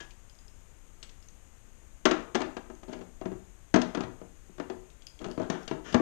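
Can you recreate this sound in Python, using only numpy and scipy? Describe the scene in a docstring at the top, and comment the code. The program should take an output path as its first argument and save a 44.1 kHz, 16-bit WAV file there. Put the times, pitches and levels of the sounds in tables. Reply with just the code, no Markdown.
"""A faint ring is already dying away as the sound begins, with a scrape and a light knock, then hollow thuds,
clacks and chatter. Garage floor: steel sockets and a power tool are sorted in a hollow plastic tool case.
Knocks and clinks are damped modes and noise bursts; chatter is random small contacts; slides are slipping
noise. The direct sound outweighs the garage's brief answer; low rumble and hiss lie beneath. A small microphone
with a resonant port feeds the left channel only; the right is silent."""
import sys
import numpy as np
from scipy import signal
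from scipy.fft import rfft, irfft, next_fast_len
from scipy.io import wavfile
from scipy.ndimage import map_coordinates

SR = 44100
rng = np.random.default_rng(int(sys.argv[2]) if len(sys.argv) > 2 else 0)


def wav_out(sig):
    """Save sig, one row per channel (or a flat mono array), as 16-bit PCM at SR to the path in sys.argv[1]."""
    wavfile.write(sys.argv[1], SR, np.round(np.clip(np.atleast_2d(sig).T, -1, 1) * 32767).astype(np.int16))


N = 265349  # length [samples]


def amp(db):
    """Decibels to gain."""
    return 10 ** (np.asarray(db) / 20)


def unit(x):
    """x scaled to rms 1."""
    return x / np.sqrt(np.mean(x ** 2) + 1e-20)


def blow(x, db):
    """x scaled so that the rms of its first 20 ms has the given level."""
    return amp(db) * x / np.sqrt(np.mean(x[:SR // 50] ** 2) + 1e-20)


def add(track, s, sound):
    """Mix a sound into the track at time s."""
    part = track[max(0, round(s * SR)):][:len(sound)]
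    part += sound[:len(part)]


def along(points, hz):
    """(frequency, value) points read on a log frequency axis."""
    f, v = np.transpose(points)
    return np.interp(np.log(hz + 1), np.log(f + 1), v)


def coloured(x, points):
    """x through a causal, minimum-phase filter with the given spectrum."""
    m = 2 * next_fast_len(len(x))
    log_gain = np.log(amp(along(points, np.fft.rfftfreq(m, 1 / SR))))
    # folding the cepstrum forward in time makes the filter causal
    cepstrum = irfft(log_gain)
    cepstrum[1:m // 2] *= 2
    cepstrum[m // 2 + 1:] = 0
    response = np.exp(rfft(cepstrum))
    return irfft(rfft(x, m) * response, m)[:len(x)]


def ring(modes, t, scatter_db, detune):
    """Damped modes; the place of contact sets the strength and sign of each, and pitches scatter a little."""
    out = np.zeros(len(t))
    draws = rng.standard_normal((len(modes), 3))
    for (hz, db, t60), (size, shift, side) in zip(modes, draws):
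        envelope = amp(db + scatter_db * size - 60 * t / t60)
        tone = np.sin(2 * np.pi * hz * (1 + detune * shift) * t)
        out += np.sign(side) * envelope * tone
    return out


def burst(t, t60, colour, rise=0.00023):
    """Countless close, heavily damped modes of a plastic wall that gives a little under the blow."""
    envelope = amp(-60 * t / t60) * (1 - np.exp(-t / rise))
    return coloured(rng.standard_normal(len(t)) * envelope, colour)


FOCUS_DB, FOCUS_OCTAVES = 6.5, 0.16  # greatest lift of a favoured mode, and its reach in pitch


def favoured(modes, place_hz):
    """The modes with a belly at the struck place ring louder."""
    lifted = []
    for hz, db, t60 in modes:
        octaves = np.log2(hz / place_hz)
        lift_db = FOCUS_DB * np.exp(-(octaves / FOCUS_OCTAVES) ** 2)
        lifted.append((hz, db + lift_db, t60))
    return lifted


# A tool meets the case: (time [s], relative strength [dB], hardness: relative click [dB],
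# weight: relative shell thump [dB], pitch the struck place favours [Hz])
KNOCKS = [(0.006, -52, -1, -1, 806), (1.028, -61, 14.5, -7, 1030), (1.093, -77.5, 19.5, -10, 1000),
          (2.0542, -20, -6.5, -17, 325), (2.1113, -26.5, -8.5, -14, 321), (2.347, -34, -6, -27, 240),
          (2.3524, -28, -8, -21, 240), (2.404, -33, -15, -28, 315), (2.417, -36, -6.5, -24, 620),
          (2.5675, -38.5, -11.5, -30, 880), (2.7, -44, -21, -29, 370), (2.832, -50.5, -11.5, -12, 760),
          (2.9317, -44.5, -9, -20, 368), (3.013, -49, -16.5, 0, 860), (3.213, -39, -22.5, -7, 636),
          (3.256, -35, -22, 4.5, 181), (3.317, -40.5, -27.5, 1, 180), (3.741, -20.5, -13, 3, 310),
          (3.76, -24, -14.5, -16, 600), (3.8166, -45.5, 8, -16, 350), (3.948, -34, -9, -9.5, 330),
          (3.973, -31.5, -21, -1.5, 232), (4.006, -36, -11.5, -7, 317), (4.036, -39, -16, 4, 315),
          (4.215, -46.5, -24, 1, 470), (4.494, -55.5, -36, 6.5, 358), (4.582, -46.5, -15, -0.5, 350),
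          (4.599, -34.5, -18.5, -7, 318), (4.699, -35, -19.5, -15, 365), (5.215, -43.5, -24, -0.5, 265),
          (5.243, -42.5, -5, 1, 180), (5.377, -33.5, -24.5, -1, 317), (5.398, -31.5, -29.5, -6, 633),
          (5.4997, -32.5, -8.5, 5, 143), (5.6775, -48.5, 6.5, 1, 180), (5.712, -30.5, -22, -5.5, 340),
          (5.926, -50.5, 4.5, 12, 343), (5.9435, -19.5, -17, -2, 250), (5.999, -26.5, -35, -19, 325)]
# Whole shell against the floor, the case's panels, its stiff ribs and walls:
# (frequency [Hz], relative level [dB], t60 [s])
SHELL = [(106.5, -8.5, 0.15), (117, -10.5, 0.29), (145.7, -5.5, 0.11), (183.3, -1.5, 0.12)]
PANELS = [(244.7, 1.5, 0.11), (277, -5, 0.13), (317.9, -0.5, 0.15), (367.7, 5, 0.11), (467.4, 2.5, 0.071),
          (633.5, 0.5, 0.1), (681, 0.5, 0.053), (770.5, -6, 0.11), (871, -4, 0.081), (994.5, -8, 0.094)]
RIBS = [(1246.4, 2, 0.055), (1373, -5.5, 0.078), (1642, -4, 0.085), (1760, -2, 0.056), (1978, -4, 0.052),
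        (2294, -4, 0.041), (2510, -8, 0.058), (2774, -4.5, 0.054)]
# How well the shell and the small case radiate: (frequency [Hz], gain [dB])
SHELL_RADIATION = [(20, -47), (55, -7), (95, -8.5), (220, -0.5), (600, -21), (4000, -52)]
RADIATION = [(20, -56), (70, -28), (150, -9.5), (220, 2), (900, -3), (2000, -5), (8000, -33)]
# Colour of the hollow clack and of the hard click: (frequency [Hz], relative density [dB per Hz])
CLACK = [(100, -66.5), (350, 2.5), (700, 6.5), (1100, 2), (1450, -1), (1800, -5.5), (2350, -9.5),
         (2800, -17.5), (3500, -14), (7000, -46), (14000, -70)]
CLICK = [(300, -57), (1500, -18.5), (2800, 9), (3800, 2), (4700, 2.5), (6000, -3), (6900, -11.5),
         (7600, -10), (9000, -16), (11000, -31), (14000, -72)]
CLACK_DB, CLACK_PER_HARDNESS = -2.5, 0.43  # clack at zero hardness, and its growth [dB per dB]


def knocks(brightening=0.42, plain_hardness_db=-9, ribs_db=-8):
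    """A tool meets the case: shell thump, panel ring, hollow clack with ringing ribs, and hard click."""
    out, t = np.zeros(N), np.arange(SR // 2) / SR
    for s, strength_db, hardness_db, weight_db, place_hz in KNOCKS:
        clack_db = CLACK_DB + CLACK_PER_HARDNESS * hardness_db
        shell_ring = ring(favoured(SHELL, place_hz), t, scatter_db=6.0, detune=0.018)
        shell = coloured(shell_ring, SHELL_RADIATION)
        panel_ring = ring(favoured(PANELS, place_hz), t, scatter_db=2.5, detune=0.0076)
        panels = coloured(panel_ring, RADIATION)
        # a hard, clicking contact also drives the wall's higher modes (dB per octave)
        tilt_db = brightening * (hardness_db - clack_db - plain_hardness_db)
        wall_colour = [(hz, db + tilt_db * np.log2(hz)) for hz, db in CLACK]
        rib_modes = [(hz, db + tilt_db * np.log2(hz), t60) for hz, db, t60 in RIBS]
        wall = burst(t, 0.087, wall_colour)
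        ribs = ring(rib_modes, t, scatter_db=3.0, detune=0.0071)
        hollow = blow(wall, 0) + blow(ribs, ribs_db)
        # each part with its own share of the garage
        thump = blow(in_garage(shell, wet_db=-6.5), weight_db - 7.0)
        panel = blow(in_garage(panels, wet_db=-7.5), -0.46)
        clack = blow(in_garage(hollow, wet_db=-7), clack_db + 1.96)
        click = blow(in_garage(burst(t, 0.036, CLICK), wet_db=-13), hardness_db - 4.0)
        add(out, s, amp(strength_db) * (thump + panel + clack + click))
    return out


# A part is dragged over the plastic: (start [s], length before dying away [s], relative rubbing [dB],
# hardness of the edge [0-1], relative bumping [dB])
DRAGS = [(0, 0.01, -49.5, 1, -61), (2.856, 0.16, -70, 0.2, -49), (2.889, 0.034, -61, .5, -42.5),
         (5.188, 0.12, -59, 0.14, -44), (5.38, 0.068, -51, 0, -45), (5.501, 0.058, -46, 0.07, -50.5),
         (5.585, 0.042, -58.5, 0.1, -64), (5.836, 0.11, -49.5, 1, -52)]
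DRAG_ATTACK_S, DRAG_T60_S = 0.026, 0.17  # a drag gathers speed, and comes to rest


def stroke(start, length):
    """The speed of one drag: it rises, and dies away once its length is over."""
    t = np.arange(N) / SR - start
    gathering = np.clip(t / DRAG_ATTACK_S, 0, 1)
    return gathering * amp(-60 * np.maximum(t - length, 0) / DRAG_T60_S)


SETTLE_DB, SETTLE_DELAY_S, SETTLE_T60_S = -16.5, 0.015, 0.24  # rocking: relative level, wait, decay
BUMPS_PER_S, BUMP_SCATTER_DB = 110, 3  # mean rate over all places, and spread of strength
BUMP_SHELL_DB, BUMP_CLACK_DB, BUMP_CLICK_DB = -8.5, -12.5, -22  # each over the panels


def chatter(count=4):
    """Dragged parts bump over ribs and dropped ones rock to rest: random contacts at a few places."""
    t = np.arange(SR // 3) / SR
    motion = sum(amp(bump_db) * stroke(start, length) for start, length, _, _, bump_db in DRAGS)
    for s, strength_db, *_ in KNOCKS:
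        rocking = amp(strength_db + SETTLE_DB - 60 * t / SETTLE_T60_S)
        add(motion, s + SETTLE_DELAY_S, rocking)
    out = np.zeros(N)
    for _ in range(count):
        hits = rng.random(N) < BUMPS_PER_S / count / SR
        bumps = unit(hits * amp(BUMP_SCATTER_DB * rng.standard_normal(N)))
        panels = coloured(ring(PANELS, t, scatter_db=1.0, detune=0.0073), RADIATION)
        shell = coloured(ring(SHELL, t, scatter_db=6.0, detune=0.0085), SHELL_RADIATION)
        place = blow(panels, 0) + blow(shell, BUMP_SHELL_DB)
        place += blow(burst(t, 0.11, CLACK), BUMP_CLACK_DB)
        place += blow(burst(t, 0.02, CLICK), BUMP_CLICK_DB)
        out += signal.fftconvolve(bumps * motion, place / np.linalg.norm(place))[:N]
    return in_garage(out / np.sqrt(count), wet_db=-10.5)


def wobble(rate):
    """A smooth random curve, rate knots a second."""
    knots = rng.standard_normal(int(N * rate / SR) + 4)
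    return map_coordinates(knots, [np.arange(N) * rate / SR])


# Colour of soft and of hard edges on the plastic: (frequency [Hz], relative level [dB])
HOLLOW_RUB = [(100, -30), (400, -1), (700, -6), (1100, -8), (1500, -4.5), (2300, -22), (3200, -16),
              (5000, -34), (14000, -55)]
HARD_RUB = [(100, -26), (400, -2), (1100, -2.5), (1700, 3.5), (2300, -7.5), (3100, -1), (4200, -15),
            (5500, -10), (8000, -28.5), (14000, -47)]


def slides():
    """Sliding parts catch and slip on the grained plastic: soft edges sound hollow, hard ones rasp."""
    slips = amp(1.7 * wobble(170))
    hollow = unit(coloured(rng.standard_normal(N) * slips, HOLLOW_RUB))
    rasp = unit(coloured(rng.standard_normal(N) * slips, HARD_RUB))
    friction = np.zeros(N)
    for start, length, rub_db, hard, _ in DRAGS:
        rub = np.sqrt(1 - hard) * hollow + np.sqrt(hard) * rasp
        friction += amp(rub_db) * stroke(start, length) * rub
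    return in_garage(friction, wet_db=-6)


# Steel touching steel: (time [s], relative level [dB], nominal pitch [Hz], t60 before each partial's share [s])
CLINKS = [(.002, -55.5, 1662, 0.21), (.004, -59.5, 3170, 0.15), (0.108, -55, 3240, 0.01),
          (.297, -62, 5000, 0.032), (.352, -69, 5100, .03), (0.388, -68, 5000, 0.067),
          (0.481, -65.5, 5140, 0.056), (1.03, -59, 5600, 0.032), (1.033, -63, 7900, 0.13),
          (1.226, -64, 5150, 0.039), (1.286, -62, 6250, 0.028), (2.751, -70.5, 6400, 0.034),
          (4.902, -64, 3770, 0.033), (5.021, -60, 3330, 0.041), (5.0685, -51, 4980, 0.066),
          (5.191, -57.5, 3300, 0.061), (5.3137, -52.5, 4700, 0.018), (5.632, -59, 5400, 0.023)]
# Partials of a socket: (multiple of its pitch, relative level [dB], share of its t60)
SOCKET = [(1, 11, 0.44), (1.024, -34, 0.49), (.66, 2.5, 0.4), (1.42, 0.5, 0.15), (2.23, -2, 0.34)]


def clinks():
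    """Loose sockets touch: a tiny tick and a ring that their neighbours damp."""
    out, t = np.zeros(N), np.arange(SR // 3) / SR
    for s, db, hz, t60 in CLINKS:
        partials = [(hz * k, level, t60 * share) for k, level, share in SOCKET]
        steel = ring(partials, t, scatter_db=1.0, detune=0.0041)
        tick = blow(burst(t, 0.061, CLICK), -8.0)
        add(out, s, amp(db) * in_garage(steel + tick, wet_db=-9))
    return out


# Dying away of the garage: (frequency [Hz], t60 [s])
GARAGE = [(120, 0.4), (400, 0.45), (1200, 0.48), (3000, 0.38), (7000, 0.39), (13000, 0.13)]


def in_garage(x, wet_db, build=0.0038):
    """x plus a fresh diffuse tail that builds up over milliseconds and decays by frequency."""
    hz, t, z = signal.stft(rng.standard_normal(SR // 2), SR, nperseg=256)
    decay = amp(-60 * t / along(GARAGE, hz)[:, None])
    tail = signal.istft(z * decay, SR, nperseg=256)[1]
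    tail *= 1 - np.exp(-(np.arange(len(tail)) / SR / build) ** 2)
    return x + amp(wet_db) * signal.fftconvolve(x, tail / np.linalg.norm(tail))[:len(x)]


# Colour of the room's air: (frequency [Hz], relative level [dB])
AIR = [(8, -12), (24, 0.5), (50, -6), (90, -14), (150, -21), (350, -26), (700, -31), (1400, -33.5),
       (2800, -37), (4500, -45.5), (6000, -44), (7500, -40), (9000, -40.5), (10400, -48.5), (12000, -45),
       (14000, -53)]


def background():
    """Low room rumble under a steady hiss: coloured noise."""
    return amp(-54.0) * unit(coloured(rng.standard_normal(N), AIR))


def scene():
    """Everything reaches the left channel; the right is silent."""
    sound = amp(4.5) * (knocks() + chatter() + slides() + clinks() + background())
    return np.array([sound, np.zeros(N)])


def record(dry, port_hz=6580, width_hz=480, port_db=10.0, top_hz=13900):
    """The microphone port resonates in the treble; a steep low-pass limits the band."""
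    m = next_fast_len(N + SR // 2)
    f = np.fft.rfftfreq(m, 1 / SR)
    damping = 1j * f * width_hz
    port = 1 + amp(port_db) * damping / (port_hz ** 2 - f ** 2 + damping)
    low_pass = 1 / np.sqrt(1 + (f / top_hz) ** 120)
    return irfft(rfft(dry, m) * port * low_pass, m)[:, :N]


dry = scene()
out = record(dry)
wav_out(out)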